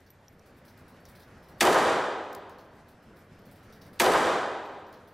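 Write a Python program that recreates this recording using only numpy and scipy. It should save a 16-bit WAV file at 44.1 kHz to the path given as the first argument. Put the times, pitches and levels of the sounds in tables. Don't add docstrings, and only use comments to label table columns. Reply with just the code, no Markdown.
import sys
import numpy as np
from scipy import signal
from scipy.fft import rfft, irfft
from scipy.io import wavfile
from scipy.ndimage import uniform_filter1d

SR = 44100
rng = np.random.default_rng(int(sys.argv[2]) if len(sys.argv) > 2 else 0)


def volts_from_decibels(level):
    exponent = np.asarray(level, float) / 20
    return 10 ** exponent


def unload_audio(sound):
    columns = np.transpose(np.atleast_2d(sound))
    steps = np.round(np.clip(columns, -1, 1) * 32767)
    wavfile.write(sys.argv[1], SR, steps.astype(np.int16))


N = 226365


def evened(x):
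    return x / np.sqrt(np.mean(x ** 2) + 1e-20)


def read(points, hz):
    f, value = np.transpose(points)
    return np.interp(np.log(hz + 1), np.log(f + 1), value)


def add(mix, start_s, sound):
    part = mix[..., round(start_s * SR):][..., :sound.shape[-1]]
    part += sound[..., :part.shape[-1]]


def stereo(mid, side):
    return np.array([mid + side, mid - side])


def band(x, lo_hz, hi_hz):
    return signal.sosfilt(signal.butter(2, [lo_hz, hi_hz], "bandpass", fs=SR, output="sos"), x)


# (frequency [Hz], density [dB per Hz])
AIR_SPECTRUM = [(15, -46), (25, -11), (85, -1.5), (226, -1), (304, -6), (538, -6.5), (706, -9),
                (1010, -13.5), (1600, -13), (3230, -26.5), (3910, -28), (6920, -35), (12200, -42.5),
                (14800, -45.5), (16500, -69)]
# (frequency [Hz], side minus mid [dB])
AIR_WIDTH = [(60, -50), (110, -53.5), (200, -40), (380, -37), (700, -15.5), (1290, -12), (2380, -13.5),
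             (4400, -9), (8120, -7), (15000, -26.5)]
AIR_LEVEL_DB = -47.5


def ventilation():
    frames, hz = N // 256 + 5, np.fft.rfftfreq(1024, 1 / SR)
    a, b, c, d, patches = rng.standard_normal((frames, 513, 5)).T
    patches = uniform_filter1d(patches, size=10, axis=0)
    patches = evened(uniform_filter1d(patches, size=12, axis=1))
    gusts = evened(uniform_filter1d(rng.standard_normal(frames), size=7))
    gusts = gusts * np.minimum(hz / 8000, 1)[:, None]
    side = (c + 1j * d) * volts_from_decibels(read(AIR_WIDTH, hz))[:, None]
    z = np.array([a + 1j * b, side])
    z *= volts_from_decibels(read(AIR_SPECTRUM, hz)[:, None] + 1.2 * patches + 2.6 * gusts)
    mid, side = signal.istft(z, nperseg=1024, noverlap=768)[1][:, :N]
    return volts_from_decibels(AIR_LEVEL_DB) * stereo(mid, side) / np.sqrt(np.mean(mid ** 2))


# (frequency [Hz], level [dB])
FAN_TONES = [(2492, -85), (3677, -108), (3876, -84.5), (4447, -74), (5082, -86), (5216, -74.5),
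             (5663, -79.5), (5868, -88), (6433, -89)]


def whine():
    t, mix = np.arange(N) / SR, np.zeros(N)
    drifts = rng.standard_normal((len(FAN_TONES), 2, N // 512 + 1))
    for (hz, db), drift in zip(FAN_TONES, drifts):
        knots_s = np.arange(drift.shape[1]) * 512 / SR
        swell, sway = (np.interp(t, knots_s, evened(uniform_filter1d(d, size=9))) for d in drift)
        phase = 2 * np.pi * np.cumsum(hz + 25 * sway) / SR
        mix += volts_from_decibels(db + 4 * swell) * np.sin(phase)
    return mix


STRAY_GAP_S, STRAY_DB, STRAY_SPREAD_DB, STRAY_LOW_DB = .11, -71.5, 5, -7


def strays():
    starts = np.arange(0, N / SR, STRAY_GAP_S)
    events = []
    for start, (late, strength) in zip(starts, rng.random((len(starts), 2))):
        db = STRAY_DB + STRAY_SPREAD_DB * (2 * strength - 1)
        events.append((start + STRAY_GAP_S * late, db, STRAY_LOW_DB))
    return events


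# (time [s], treble level [dB], lower band relative to treble [dB])
SCUFFS = [(0.062, -62.5, 2.5), (0.4574, -63, -3), (0.5691, -64, -5), (0.65, -58.5, -4.5),
          (0.679, -61.5, 1.5), (0.7724, -62, -4), (0.8797, -60.5, -4), (1.056, -64, 6),
          (1.0849, -57.5, -7.5), (1.579, -75.5, -4), (1.1513, -58, -1.5), (1.1967, -60, -3),
          (1.219, -67, 3), (0.9994, -67, -11), (1.4262, -66, -1), (1.483, -64, -3), (2.4957, -63, 3),
          (2.5836, -59.5, 2), (2.882, -60, -5), (3.8594, -63.5, -4), (3.1607, -65, -2), (3.4526, -64.5, -2),
          (3.5116, -59, -7), (3.5563, -63.5, -4), (3.7237, -61.5, 0.5), (3.813, -58.5, 1.5),
          (3.93, -61.5, -3), (4.6494, -60, -4), (4.9276, -58.5, 3), (5.0736, -61, -3)]
SCUFF_T60_S, DRAG_S_PER_DB = 0.25, .005


def scuffs():
    t, mix = np.arange(6500) / SR, np.zeros((2, N))
    for start_s, db, low_db in SCUFFS + strays():
        t60 = max(SCUFF_T60_S + DRAG_S_PER_DB * low_db, .05)
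        noise, pick = rng.standard_normal((2, len(t))), rng.random((5, 2))
        tone_hz = 3600 + 2500 * pick[:, 0]
        tones = np.sin(2 * np.pi * (np.outer(tone_hz, t) + pick[:, 1:])).sum(0)
        low = evened(band(noise, 3370, 6500)) + volts_from_decibels(-9) * tones * [[1], [0]]
        puff = evened(band(noise, 7000, 17000)) + volts_from_decibels(min(low_db, 4)) * low
        grit = volts_from_decibels(1.4 * evened(uniform_filter1d(noise[1, ::-1], size=150)))
        fade = volts_from_decibels(db - 8.5 - 60 * t / t60) * (1 - np.exp(-t / 0.0012)) * grit
        add(mix, start_s, stereo(puff[0], volts_from_decibels(-12.0) * puff[1]) * fade)
    return mix


# (time [s], tick level [dB], upper ring level [dB], lower ring level [dB])
BOUNCES = [(0.004, -64, -68, -63), (0.103, -59.5, -52.5, -52), (0.2818, -71, -60, -48.5),
           (0.394, -65, -80, -55), (0.5444, -79, -77, -79), (1.053, -60, -78, -55), (2.3278, -50, -52, -50),
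           (2.3305, -51, -60, -49), (2.3634, -58, -76, -69), (2.3794, -65, -65, -74),
           (2.4948, -56.5, -82, -67), (2.5845, -63, -73, -70), (2.8888, -64, -69, -76),
           (3.1894, -72, -67, -78), (3.2144, -75, -75, -82), (3.3894, -73.5, -68, -81),
           (3.4194, -75, -73, -78), (3.456, -71, -65, -70), (3.7244, -68, -79, -66), (4.867, -71, -64, -51),
           (4.8844, -78, -71, -77)]
CLACKS = [
    (2.3486, -40, -90.0, -62),
    (4.9263, -58, -90.0, -66),
]
# (frequency [Hz], t60 [s], smear as the tube spins [Hz])
BRASS_MODES = [(12020, 0.1, 230), (5730, 0.014, 220)]
TICK_T60_S, SPLASH_T60_S = .011, .07


def cases():
    t, mix = np.arange(4500) / SR, np.zeros(N)
    for start_s, tick_db, *rings_db in BOUNCES + CLACKS:
        noise = rng.standard_normal((3, len(t)))
        fade = volts_from_decibels(2 - 60 * t / TICK_T60_S) + volts_from_decibels(-15 - 60 * t / SPLASH_T60_S)
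        sound = volts_from_decibels(tick_db) * fade * evened(band(noise[0], 2500, 16000))
        for db, (hz, t60, smear_hz), n in zip(rings_db, BRASS_MODES, noise[1:]):
            flutter = 1.24 + 0.65 * evened(uniform_filter1d(n, size=int(SR / smear_hz)))
            sound = sound + volts_from_decibels(db - 4 - 60 * t / t60) * flutter * np.sin(2 * np.pi * hz * t)
        add(mix, start_s + .0007, sound)
    return stereo(mix, volts_from_decibels(-15) * np.roll(mix, 9))


CLICK_DB, CLICK_HZ, CLICK_T60_S = -36., 3800, .012
RISE_DB, LEAD_S = -33., .0055


def lead_in():
    t, mix = np.arange(round(LEAD_S * SR)) / SR, np.zeros(N)
    for shot_s, _ in SHOTS:
        noise = rng.standard_normal(len(t))
        click = volts_from_decibels(CLICK_DB - 60 * t / CLICK_T60_S) * evened(band(noise, CLICK_HZ / 1.3, CLICK_HZ * 1.3))
        rise_db = RISE_DB - 14 * (1 - t / LEAD_S)
        rise = volts_from_decibels(rise_db) * evened(band(noise, 1500, 14000))
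        add(mix, shot_s - LEAD_S, click + rise)
    return mix


# (time [s], charge level [dB])
SHOTS = [
    (1.6068, -4.5),
    (3.9978, -5.5),
]
# (frequency [Hz], late level [dB], late t60 [s], build-up [s],
# near-wall level [dB], near-wall t60 [s], likeness of the two shots [0-1])
HALL = [(50, -21, 0.79, 0.02, -24, .1, .9), (115, -15.5, 1.02, 0.03, -21.5, .1, 0.91),
        (222, -12, 1.5, 0.0037, -6, 0.27, 1), (406, 3.5, 1.313, 0.011, 11.5, 0.16, 0.93),
        (520, 3.5, 1.36, 0.014, -8, 0.11, 0.93), (850, 6.5, 1.301, 0.0064, 23, 0.038, 0.78),
        (1285, 5.5, 1.214, 0.0035, 7.5, 0.017, 0.98), (1780, 2, 1.24, 0.0015, 12, 0.046, 0.96),
        (2350, -5, 1.174, 0.0041, 15.5, 0.057, 0.93), (3410, -4, 1.204, 0.00081, 10, 0.045, 0.93),
        (5050, -8, 1.013, 0.002, 10, 0.062, 0), (7970, -7, 0.87, 0.00061, 5.5, 0.059, 0),
        (10600, -6.5, 0.64, .0005, 7.5, 0.032, 1), (12800, -10.5, 0.57, .0004, -0.5, 0.14, 0.3),
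        (16000, -28, .5, .0004, -8.5, 0.076, .5)]
# (frequency [Hz], side minus mid [dB])
HALL_WIDTH = [(60, -24), (110, -33.5), (200, -37.5), (380, -34.5), (700, -19), (1290, -17), (2380, -15.5),
              (4400, -13.5), (8120, -18.5), (15000, -43)]
# (delay [s], level over the tail [dB], centre frequency [Hz], length [s])
ECHOES = [(0.023, 7.5, 7160, 0.005), (0.037, 0, 3900, 0.016), (0.039, 2.5, 290, 0.015),
          (0.063, 5, 2930, 0.014), (0.085, 6.5, 367, 0.024), (0.159, 6, 910, 0.014),
          (0.191, -1, 463, 0.072), (.20, 1, 540, 0.012), (0.3, 2.5, 400, 0.0092), (0.268, 0, 1100, 0.012),
          (.33, 2, 1100, 0.0046)]
BAFFLES = [(.046, 9, 9500, .0012), (.0655, 8, 8000, .0012), (.120, 5, 6000, .0015), (.1245, 9, 9000, .0012),
           (.139, 8, 8000, .0012), (.181, 5, 9000, .0012), (.273, 4, 9000, .002), (.293, 5, 9000, .002)]


def shots():
    t = np.arange(round(1.75 * SR)) / SR
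    hz = np.fft.rfftfreq(len(t), 1 / SR)
    paths = rfft(rng.standard_normal((3, 2, len(t))))
    centres = np.geomspace(40, 16000, num=28)
    tails = np.zeros((len(SHOTS), 2, len(t)))
    hall_hz, *columns = np.transpose(HALL)
    for k, centre in enumerate(centres):
        settings = (read(list(zip(hall_hz, column)), centre) for column in columns)
        late_db, late_t60, build_s, near_db, near_t60, like = settings
        slot = read(list(zip(centres, np.arange(len(centres)) == k)), hz)
        part = irfft(paths * np.sin(np.pi / 2 * slot), len(t))
        part = part / np.sqrt(np.mean(part ** 2))
        echo_db = np.zeros(len(t))
        for delay_s, db, echo_hz, length_s in ECHOES + BAFFLES:
            echo_db += db * np.exp(-np.log(centre / echo_hz) ** 2 - ((t - delay_s) / length_s) ** 2)
        late = volts_from_decibels(late_db - 6.5 - 60 * t / late_t60 + echo_db)
        near = volts_from_decibels(near_db - 4 - 60 * t / near_t60)
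        fade = (late + near) * (1 - np.exp(-(t / build_s) ** 2))
        like = np.clip(like, 0, 1)
        width = np.array([1, volts_from_decibels(read(HALL_WIDTH, centre))])[:, None]
        tails += (like * part[0] + np.sqrt(1 - like ** 2) * part[1:]) * width * fade
    mix = np.zeros((2, N))
    for (shot_s, db), (mid, side) in zip(SHOTS, tails):
        add(mix, shot_s, volts_from_decibels(db) * stereo(mid, side))
    return mix


def scene():
    background = ventilation() + volts_from_decibels(-4) * whine()
    floor = volts_from_decibels(9) * cases() + volts_from_decibels(12.0) * scuffs()
    return background + floor + lead_in() + shots()


SLAM_DB, SHELF_DB, REST_DB = -28, -13.5, -2
SLAM_DELAY_S, SPRING_S, WAIT_S, CREEP_S = 0.00037, 0.35, 0.58, 1.21
SPRING_BEND = 1.48
EARLIER_DROP_S = -0.81


def gain_db():
    t, blasts = np.arange(N) / SR, np.array([EARLIER_DROP_S] + [s for s, _ in SHOTS])
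    since = t - blasts[np.searchsorted(blasts, t - SLAM_DELAY_S) - 1]
    spring = (SLAM_DB - SHELF_DB) * np.maximum(1 - since / SPRING_S, 0) ** SPRING_BEND
    creep = (REST_DB - SHELF_DB) * (1 - np.exp(-np.maximum(since - WAIT_S, 0) / CREEP_S))
    return uniform_filter1d(SHELF_DB + spring + creep, size=22)


# (frequency [Hz], level [dB])
TREBLE_LIMIT = [(12500, -120), (14200, -113), (15100, -106), (15800, -101)]
MASKING = .42


def starve(x):
    hz, _, z = signal.stft(x, SR, nperseg=1024, noverlap=512)
    power = (abs(z[:, :512]) ** 2).mean(0)
    loud_db = np.maximum(10 * np.log10(power.sum(0) + 1e-20) + 55, 0)
    band_power = power.reshape(64, 8, -1).mean(1)
    band_db = 10 * np.log10(np.repeat(band_power, 8, axis=0) + 1e-20)
    limit_db = read(TREBLE_LIMIT, hz[:512])[:, None] + MASKING * loud_db
    keep = 1 / (1 + volts_from_decibels(np.clip(6 * (limit_db - band_db), -80, 30)))
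    keep = np.where(hz[:512, None] > TREBLE_LIMIT[0][0], keep, 1)
    keep = np.vstack([keep, keep[-1:]])
    return signal.istft(z * keep, SR, nperseg=1024, noverlap=512)[1][:, :N]


def own_noise(db, lo_hz, hi_hz):
    return volts_from_decibels(db) * evened(band(rng.standard_normal(N), lo_hz, hi_hz))


def top_cut(x):
    return signal.sosfilt(signal.butter(12, 16820, fs=SR, output="sos"), x)


CEILING, MIC_CUT_HZ = .42, 15900


def record(dry):
    ducked = dry * volts_from_decibels(gain_db())
    rumble = own_noise(-67.5, 74, 105)
    hiss = own_noise(-88., 9000, 15500)
    held = CEILING * np.tanh((ducked + rumble + hiss) / CEILING)
    edge = signal.firwin(511, MIC_CUT_HZ, window=("kaiser", 9), fs=SR)[None]
    mix = starve(signal.oaconvolve(held, edge, "same"))
    return top_cut(mix)


dry = scene()
out = record(dry)
unload_audio(out)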